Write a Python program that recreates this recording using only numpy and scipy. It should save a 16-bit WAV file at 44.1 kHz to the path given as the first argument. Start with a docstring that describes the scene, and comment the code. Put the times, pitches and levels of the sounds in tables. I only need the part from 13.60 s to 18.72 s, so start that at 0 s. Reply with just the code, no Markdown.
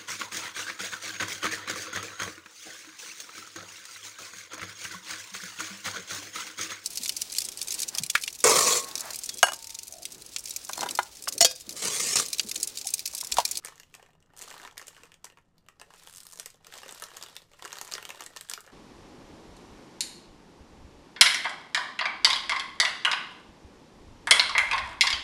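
"""Bright ticks and duller pops burst from a sealed foil bag kneaded below a desk microphone.
Each buckling crease sums damped sines and noise bursts: tick, crack, shiver of the sheet, pop of the panel.
Dense trains of small damped sines crackle between them; a taut seam adds even trains of thin ticks.
A small furnished room answers with decaying noise tails; a fan hums quietly in steady room air."""
import sys
import numpy as np
from scipy import signal
from scipy.fft import rfft, irfft, next_fast_len
from scipy.io import wavfile
from scipy.ndimage import uniform_filter1d

SR = 44100
rng = np.random.default_rng(int(sys.argv[2]) if len(sys.argv) > 2 else 0)


def file_out(sig):
    """Save sig as 16-bit WAV at sys.argv[1]."""
    # one column per channel
    cols = np.atleast_2d(sig).T
    # limit, then scale
    lim = np.clip(cols, -1, 1)
    pcm = np.round(lim * 32767).astype(np.int16)
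    wavfile.write(sys.argv[1], SR, pcm)


N = 225681
DURATION_S = N / SR
LOWEST_HZ, HIGHEST_HZ = 250, 16000  # pitch limits of the small creases


def amp(db):
    """Amplitude ratio of a level in dB."""
    return 10 ** (np.asarray(db) / 20)


def unit(x):
    """x scaled to an RMS of 1."""
    return x / np.sqrt(np.mean(x ** 2) + 1e-20)


def along(points, hz):
    """Interpolates (frequency [Hz], value) points on a log-frequency axis."""
    point_hz, value = np.transpose(points)
    return np.interp(np.log(hz + 1), np.log(point_hz + 1), value)


def filtered(x, response):
    """x times a complex response of frequency."""
    size = next_fast_len(N + SR // 2)
    spectrum = rfft(x, size) * response(np.fft.rfftfreq(size, 1 / SR))
    return irfft(spectrum, size)[..., :N]


def place(start_s, rows):
    """Sums one short waveform per row, each from its start time."""
    at = np.round(start_s * SR).astype(int)[:, None] + np.arange(rows.shape[1])
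    return np.bincount(at.ravel(), rows.ravel(), N + SR)[:N]


def rings(start_s, db, hz, cycles, size):
    """Damped sines that rise for about a cycle and decay by a factor e in the given cycles."""
    turns = hz[:, None] * np.arange(size) / SR
    phase = 2 * np.pi * (turns + rng.random((len(start_s), 1)))
    shape = (1 - np.exp(-turns / 0.38)) * np.exp(-turns / cycles)
    shape = shape / shape.max(1, keepdims=True)
    return place(start_s, amp(db)[:, None] * shape * np.sin(phase))


def puffs(start_s, db, t60, size, hz=0, smooth=1):
    """Noise bursts that fall 60 dB in t60 seconds; smoothed noise on a carrier stays around hz."""
    t = np.arange(size) / SR
    noise = rng.standard_normal((len(start_s), size))
    noise = uniform_filter1d(noise, smooth, axis=1) * np.sqrt(smooth)
    carrier = np.cos(2 * np.pi * np.outer(hz, t))
    return place(start_s, amp(db[:, None] - 60 * t / t60) * noise * carrier)


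# room air spectrum: (frequency [Hz], relative density [dB])
AIR_SPECTRUM = [(20, 8.5), (50, -5), (85, 3.5), (200, -5), (300, -7), (1000, -18.5), (1500, -26),
                (4000, -36), (9000, -45), (13000, -59)]
# fan hum bands: (centre [Hz], half-width at half amplitude [Hz], RMS level [dB])
FAN_BANDS = [(163, 13, -73)]


def background():
    """Steady room air as coloured noise; wavering fan hum as narrow-band noise."""
    air = amp(-66.0) * unit(filtered(rng.standard_normal(N), lambda f: amp(along(AIR_SPECTRUM, f))))
    hum = 0
    for centre_hz, half_hz, db in FAN_BANDS:
        band = filtered(rng.standard_normal(N), lambda f: 1 / (1 + ((f - centre_hz) / half_hz) ** 2))
        hum = hum + amp(db) * unit(band)
    return air + hum


# room decay: (frequency [Hz], t60 [s])
ROOM_DECAY = [(300, 0.15), (2000, 0.19), (5500, 0.15), (14000, 0.15)]


def room(x, count=40):
    """Each of count equal stretches of sound gets its own random decaying noise tail."""
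    out, step = np.zeros(N + SR), N // count + 1
    delay = round(.003 * SR)
    for k in range(count):
        hz, t, noise = signal.stft(rng.standard_normal(SR // 2), SR, nperseg=256)
        decay = amp(-60 * t / along(ROOM_DECAY, hz)[:, None])
        tail = signal.istft(noise * decay, SR, nperseg=256)[1]
        stretch = x[k * step:(k + 1) * step]
        wet = signal.fftconvolve(stretch, tail / np.linalg.norm(tail))
        out[k * step + delay:][:len(wet)] += wet
    return out[:N]


# bag air and panel modes: (centre [Hz], width [Hz], gain [dB])
BAG_MODES = [(440, 122, -0.5), (1060, 190, -1.5), (1294, 89, -0.5), (1784, 320, -1.5), (1868, 44, 4),
             (2822, 92, -3.5)]


def bag(x):
    """Parallel resonances of the closed bag, alternating in sign."""
    def response(f):
        total = 0
        for k, (centre_hz, width_hz, db) in enumerate(BAG_MODES):
            damping = 1j * f * width_hz
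            total = total + (-1) ** k * amp(db) * damping / (centre_hz ** 2 - f ** 2 + damping)
        return total
    return filtered(x, response)


# crack colour of the sheet: (frequency [Hz], gain [dB])
FOIL_COLOUR = [(300, -7.5), (2500, 3), (8000, 12), (11000, -1.5), (15000, 6.5), (17000, -42)]


def foil(x):
    """The broad colour of the thin sheet."""
    return filtered(x, lambda f: amp(along(FOIL_COLOUR, f)))


def crackle(at_s, level_db, count, hz, spread, cycles, uneven_db, size):
    """Small creases at random moments, of random size and pitch, under one level curve."""
    start_s = rng.random(count) * DURATION_S
    pitch_hz = np.clip(hz * np.exp(spread * rng.standard_normal(count)), LOWEST_HZ, HIGHEST_HZ)
    big = np.minimum(rng.exponential(size=count), 3.5)
    grains = rings(start_s, uneven_db * big, pitch_hz, cycles, size)
    return unit(grains) * amp(np.interp(np.arange(N) / SR, at_s, level_db))


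# small creases under the fingers, levels before mixing:
# (time [s], panel crackle level [dB], fine crackle level [dB])
KNEAD_LEVELS = [(0.0, -69, -72.5), (0.1, -62, -59), (0.25, -72.5, -74), (0.42, -64.5, -70),
                (0.58, -77.5, -90), (0.71, -67, -85), (0.82, -59, -53), (1.04, -49.5, -57),
                (1.14, -67, -76), (1.22, -63, -62.5), (1.42, -56.5, -61.5), (1.58, -74.5, -87),
                (1.7, -77, -78), (1.85, -79.5, -87.5), (2.17, -73, -81.5), (2.38, -59.5, -59),
                (2.7, -74, -69.5), (2.88, -82, -60.5), (3.0, -66.5, -78), (3.13, -52, -53.5),
                (3.72, -57, -58.5), (3.88, -66.5, -72), (4.04, -59, -59.5), (4.38, -54, -53.5),
                (4.66, -53.5, -62), (4.85, -66, -63.5), (4.95, -64, -61), (5.12, -56.5, -70)]


def kneading():
    """Low panel crackle, partly through the bag, and fine crackle of the sheet."""
    at_s, panel_db, fine_db = np.transpose(KNEAD_LEVELS)
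    panel = crackle(at_s, panel_db, count=7000, hz=1018, spread=0.617, cycles=1.2, uneven_db=7.5, size=400)
    fine = crackle(at_s, fine_db, count=30000, hz=5600, spread=.55, cycles=1.1, uneven_db=3, size=96)
    return 0.5 * panel + 0.44 * bag(panel) + fine


LESSER_TICK_DB, LESSER_POP_DB = 9, -4.5  # offsets from the kneading levels
LESSER_TICK_HZ, LESSER_POP_HZ, LESSER_UNEVEN_DB = 5066, 1148, 4


def lesser_creases(count=450):
    """Middling creases buckle at random moments, their levels following the kneading."""
    where, high, low, bright, dull = rng.random((count, 5)).T
    start_s = .01 + where * (DURATION_S - .02)
    at_s, panel_db, fine_db = np.transpose(KNEAD_LEVELS)
    tick_db = np.interp(start_s, at_s, fine_db) + LESSER_TICK_DB - LESSER_UNEVEN_DB * np.log(1.03 - bright)
    pop_db = np.interp(start_s, at_s, panel_db) + LESSER_POP_DB - LESSER_UNEVEN_DB * np.log(1.03 - dull)
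    tick_hz = LESSER_TICK_HZ * np.exp(1.1 * (high - .5))
    pop_hz = LESSER_POP_HZ * np.exp(0.794 * (low - .5))
    return buckle(start_s, tick_db, tick_hz, pop_db, pop_hz)


# seam slip trains, nominal tick levels:
# (start [s], end [s], rate [1/s], first level [dB], last level [dB], tick pitch [Hz])
SLIP_TRAINS = [(.766, 0.8, 116, -38.5, -28, 8450), (2.378, 2.396, 344, -50, -51, 9400),
               (2.451, 2.468, 180, -58, -42, 9500), (2.485, 2.515, 81, -34, -40, 9100),
               (2.527, 2.59, 90, -35, -28, 8800), (2.689, 2.742, 86, -38.5, -33, 8700)]
SEAM_POP_DB, SEAM_POP_HZ = -26.5, 1270  # dull side of a slip; level relative to its tick


def slips():
    """A taut seam sticks and slips under a finger: even trains of thin ticks, most of them growing."""
    trains = []
    for first_s, last_s, rate_hz, first_db, last_db, hz in SLIP_TRAINS:
        t = np.arange(first_s, last_s, 1 / rate_hz)
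        level_db = np.interp(t, [first_s, last_s], [first_db, last_db])
        trains.append([t, level_db, np.full(len(t), hz)])
    start_s, tick_db, tick_hz = np.hstack(trains)
    return buckle(start_s, tick_db, tick_hz, tick_db + SEAM_POP_DB, np.full(len(start_s), SEAM_POP_HZ))


def aftershocks(start_s, db, hz, count, within_s, spread):
    """Weaker neighbours after each crease (before, if within_s < 0): on average softer and lower further off."""
    late, pitch, scatter = np.moveaxis(rng.random((len(start_s), count, 3)), 2, 0)
    at_s = start_s[:, None] + .0005 + within_s * late
    level_db = db[:, None] - 14 * late + 8 * (scatter - .5)
    pitch_hz = hz[:, None] * np.exp(spread * (pitch - .5) - 0.38 * late)
    return at_s.ravel(), level_db.ravel(), np.clip(pitch_hz, LOWEST_HZ, HIGHEST_HZ).ravel()


def buckle(start_s, tick_db, tick_hz, pop_db, pop_hz):
    """A buckling crease: short tick, broad crack, a shiver of the sheet, and the pop of the panel."""
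    # the fold creaks just before it gives
    before = aftershocks(start_s - .001, tick_db - 17.5, tick_hz, count=4, within_s=-0.0048, spread=1.0)
    creak = rings(*before, cycles=0.68, size=128)
    tick = rings(start_s, tick_db - 2.5, tick_hz, cycles=2.8, size=256)
    after = aftershocks(start_s, tick_db - 9.5, tick_hz, count=6, within_s=0.0037, spread=0.68)
    flutter = rings(*after, cycles=1.3, size=128)
    shiver = puffs(start_s, tick_db - 11.5, t60=0.022, size=2048, hz=tick_hz, smooth=5)
    crack = puffs(start_s, tick_db - 5.5, t60=0.0022, size=128)
    rustle = puffs(start_s, tick_db - 26, t60=0.027, size=1024)  # the sheet settles
    pop = rings(start_s, pop_db + 5.5, pop_hz, cycles=1.48, size=1024)
    # the panel shudders on at its pitch
    panel = puffs(start_s, pop_db + 0.67, t60=0.029, size=2048, hz=pop_hz, smooth=70)
    hollow = puffs(start_s, pop_db + 12.5, t60=0.052, size=2048)  # the trapped air sounds on a little
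    return creak + tick + flutter + shiver + foil(crack + rustle) + pop + panel + bag(hollow)


# single creases, loud and soft, nominal levels:
# (listed time [s], tick level [dB], tick pitch [Hz], pop level [dB], pop pitch [Hz])
SINGLE_CREASES = [(0.0384, -53, 3540, -50.5, 1670), (0.0477, -19, 8530, -40, 1810),
                  (0.0581, -26, 6380, -57, 1830), (0.0714, -36, 2420, -45, 2050),
                  (0.0814, -33.5, 6960, -45, 2130), (0.0844, -36, 4030, -46.5, 1020),
                  (0.1215, -50, 3050, -48, 1160), (0.1563, -43, 6710, -59, 1130),
                  (0.1786, -43, 7260, -59, 1830), (0.198, -32, 6790, -49, 1830),
                  (0.2324, -40, 2940, -67, 537), (0.3402, -34, 2480, -47.5, 1990),
                  (0.349, -31, 5140, -53, 880), (0.3953, -48, 2420, -50, 780),
                  (0.4268, -41.5, 2840, -55, 520), (0.4617, -48, 2440, -57.5, 1720),
                  (0.4888, -66, 2920, -58.5, 751), (0.5047, -55, 2800, -73, 991),
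                  (0.532, -53.5, 2870, -64, 409), (0.5511, -59, 2870, -63, 654),
                  (0.603, -56, 5740, -71, 410), (0.625, -50.5, 2830, -79, 2090),
                  (0.6603, -60, 2830, -75, 544), (0.7349, -50.5, 2800, -52, 860),
                  (0.8124, -29, 7100, -46, 1770), (0.817, -27, 8100, -57, 453),
                  (0.8231, -24.5, 8270, -50.5, 430), (0.8411, -39, 7200, -55, 431),
                  (0.8564, -42.5, 6740, -54, 1110), (0.877, -33, 6270, -45.5, 1090),
                  (0.9112, -35.5, 2450, -41.5, 1690), (0.9396, -37, 2550, -45, 1030),
                  (0.9983, -42, 3250, -44.5, 1720), (1.0159, -37, 2750, -52, 1120),
                  (1.035, -37, 4470, -44, 1020), (1.0493, -33, 3730, -38.5, 970),
                  (1.0748, -37, 2300, -45, 1310), (1.1106, -40, 3260, -63, 1740),
                  (1.126, -49, 6030, -67, 1960), (1.1706, -36.5, 2310, -45, 1770),
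                  (1.1782, -22, 8400, -46, 1840), (1.1948, -35, 6960, -43, 1830),
                  (1.214, -33, 6680, -43, 1140), (1.2254, -39, 2340, -52, 496),
                  (1.2689, -32, 6460, -59, 1750), (1.2805, -23.5, 6610, -51, 556),
                  (1.347, -46, 2870, -67, 891), (1.3653, -40, 2860, -51.5, 1660),
                  (1.4336, -36.5, 2730, -52, 500), (1.518, -39, 2870, -52, 2000),
                  (1.541, -41, 3150, -67, 514), (1.6434, -22.5, 6030, -43, 990),
                  (1.6524, -32, 6550, -62, 1850), (1.6666, -56, 6000, -49, 1930),
                  (1.6994, -42, 2690, -53, 1800), (1.7216, -48, 2810, -56, 528),
                  (1.7718, -45.5, 2580, -50.5, 1060), (1.7848, -50, 2200, -57, 1020),
                  (1.9804, -47.5, 4500, -68, 966), (2.063, -53, 2900, -65, 660),
                  (2.0855, -36.5, 2760, -50.5, 1190), (2.1971, -37, 4870, -52, 526),
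                  (2.2136, -32, 2800, -42, 950), (2.3036, -46, 2610, -48, 1010),
                  (2.3374, -42.5, 2860, -52.5, 785), (2.4342, -36, 8700, -60, 1740),
                  (2.4723, -33.5, 3300, -47.5, 860), (2.6032, -31, 8400, -72, 2040),
                  (2.611, -37, 8130, -63, 1502), (2.6317, -33, 8400, -76, 2056),
                  (2.6519, -33.5, 8260, -53.5, 1151), (2.6668, -30, 8560, -71, 1003),
                  (2.7299, -36, 7000, -51.5, 970), (2.7568, -34.5, 6900, -58, 510),
                  (2.7735, -31.5, 6960, -58, 980), (2.788, -32.5, 7140, -52.5, 550),
                  (2.797, -18.5, 8370, -42, 1148), (2.829, -37, 7480, -53, 1793),
                  (2.8589, -23, 7950, -42.5, 1850), (2.9018, -35.5, 6500, -69, 1960),
                  (2.943, -48, 3580, -58, 534), (3.0456, -38.5, 3440, -62, 1840),
                  (3.0674, -30.5, 6600, -47.5, 1340), (3.1233, -37, 3400, -43, 1820),
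                  (3.138, -29, 3540, -45.5, 1010), (3.1632, -43, 2940, -56, 860),
                  (3.1768, -30, 6170, -60, 1300), (3.1842, -33.5, 3300, -50, 1860),
                  (3.232, -35, 2820, -46, 1240), (3.26, -38, 2630, -44, 511),
                  (3.2806, -33, 6430, -44, 1800), (3.291, -28, 3670, -42.5, 1370),
                  (3.309, -31, 8220, -45, 1020), (3.3234, -29, 8400, -48, 1000),
                  (3.3462, -29.5, 8700, -52, 1000), (3.381, -35.5, 6400, -64, 1020),
                  (3.398, -29, 8450, -52, 830), (3.4216, -22.5, 9230, -36, 1275),
                  (3.4374, -22, 5830, -54, 1880), (3.4654, -39, 4410, -63, 1700),
                  (3.5034, -38.5, 2980, -56, 1030), (3.5681, -21, 6880, -41.5, 1210),
                  (3.582, -42, 6800, -53, 1880), (3.6118, -33.5, 3600, -45, 1030),
                  (3.6251, -24.5, 4740, -47, 1110), (3.6355, -25.5, 5600, -46.5, 1410),
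                  (3.6613, -33, 3520, -45, 1320), (3.6851, -38, 3370, -50.5, 990),
                  (3.7531, -37, 8700, -57, 1860), (3.7646, -24, 3490, -48, 1750),
                  (3.818, -42.5, 4000, -61, 520), (3.916, -48, 2200, -63, 505),
                  (3.934, -44.5, 2840, -55, 519), (3.9936, -44.5, 2260, -49, 1810),
                  (4.023, -30, 3430, -42.5, 1040), (4.0424, -33, 5000, -41.5, 450),
                  (4.05, -28.5, 6750, -37, 1600), (4.0554, -29.5, 6740, -39, 1140),
                  (4.0764, -33.5, 2790, -46, 1140), (4.0984, -41, 7640, -53, 939),
                  (4.1061, -34.5, 3220, -45, 1830), (4.119, -32, 3750, -47, 1160),
                  (4.128, -20.5, 6540, -38, 1760), (4.155, -33, 3120, -46, 1800),
                  (4.1689, -33.5, 3700, -41, 1090), (4.1846, -27, 4080, -43.5, 1840),
                  (4.2126, -19, 6540, -39.5, 865), (4.2478, -30, 8630, -50, 1000),
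                  (4.2762, -30.5, 6710, -47, 1760), (4.2875, -40, 2400, -47, 1010),
                  (4.3144, -26, 4560, -45, 1190), (4.3211, -22, 4000, -38, 1770),
                  (4.337, -18.5, 4800, -44, 1860), (4.3511, -24.5, 4130, -34.5, 1750),
                  (4.3799, -28.5, 3290, -35.5, 1440), (4.4258, -29.5, 2780, -44, 1810),
                  (4.4515, -22.5, 3130, -45, 1430), (4.491, -27.5, 3850, -41.5, 970),
                  (4.5034, -25, 2660, -45, 990), (4.5466, -37.5, 4400, -54, 1900),
                  (4.557, -38, 3450, -54, 711), (4.5722, -46, 3280, -46.5, 590),
                  (4.5951, -35, 3950, -51, 1820), (4.6063, -25.5, 6500, -40, 890),
                  (4.6209, -30.5, 3070, -49, 505), (4.637, -29, 7200, -58, 1450),
                  (4.6621, -24.5, 7600, -43.5, 1920), (4.7014, -49, 4940, -58, 1740),
                  (4.7625, -24, 6470, -37, 1770), (4.7704, -26, 3970, -51, 1850),
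                  (4.8095, -26, 3900, -47.5, 1830), (4.887, -35.5, 3390, -53, 1780),
                  (4.8968, -17, 8080, -40.5, 1760), (4.9131, -21.5, 5400, -38, 1340),
                  (4.9356, -17.5, 5030, -44.5, 2080), (4.9761, -39, 3800, -38, 1360),
                  (5.005, -31, 9340, -54, 1030), (5.0637, -41.5, 6600, -58, 1850),
                  (5.0754, -52, 2240, -45.5, 1760)]
TICK_DELAY_S = .001  # constant delay from listed time to tick


def snaps():
    """Single creases, loud and soft, buckle each a fixed delay after its listed time."""
    listed_s, tick_db, tick_hz, pop_db, pop_hz = np.transpose(SINGLE_CREASES)
    return buckle(listed_s + TICK_DELAY_S, tick_db, tick_hz, pop_db, pop_hz)


SMALL_HZ = 210  # so small a bag radiates little below this


def scene():
    """Bag sounds through a second-order low cut, plus their room tails and the background."""
    near = snaps() + lesser_creases() + kneading() + slips()
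    near = filtered(near, lambda f: (1j * f / (SMALL_HZ + 1j * f)) ** 2)
    return (near + amp(-8.0) * room(near) + background())[None]


# microphone capsule treble roll-off: (frequency [Hz], gain [dB])
MIC_ROLLOFF = [(8000, -2.5), (13000, -2), (15500, -12), (16100, -18)]
TOP_HZ = 16800


def record(dry):
    """The treble rolls off, and nothing is kept from the band limit up."""
    return filtered(dry, lambda f: amp(along(MIC_ROLLOFF, f)) * (f < TOP_HZ))


dry = scene()
out = record(dry)
file_out(out)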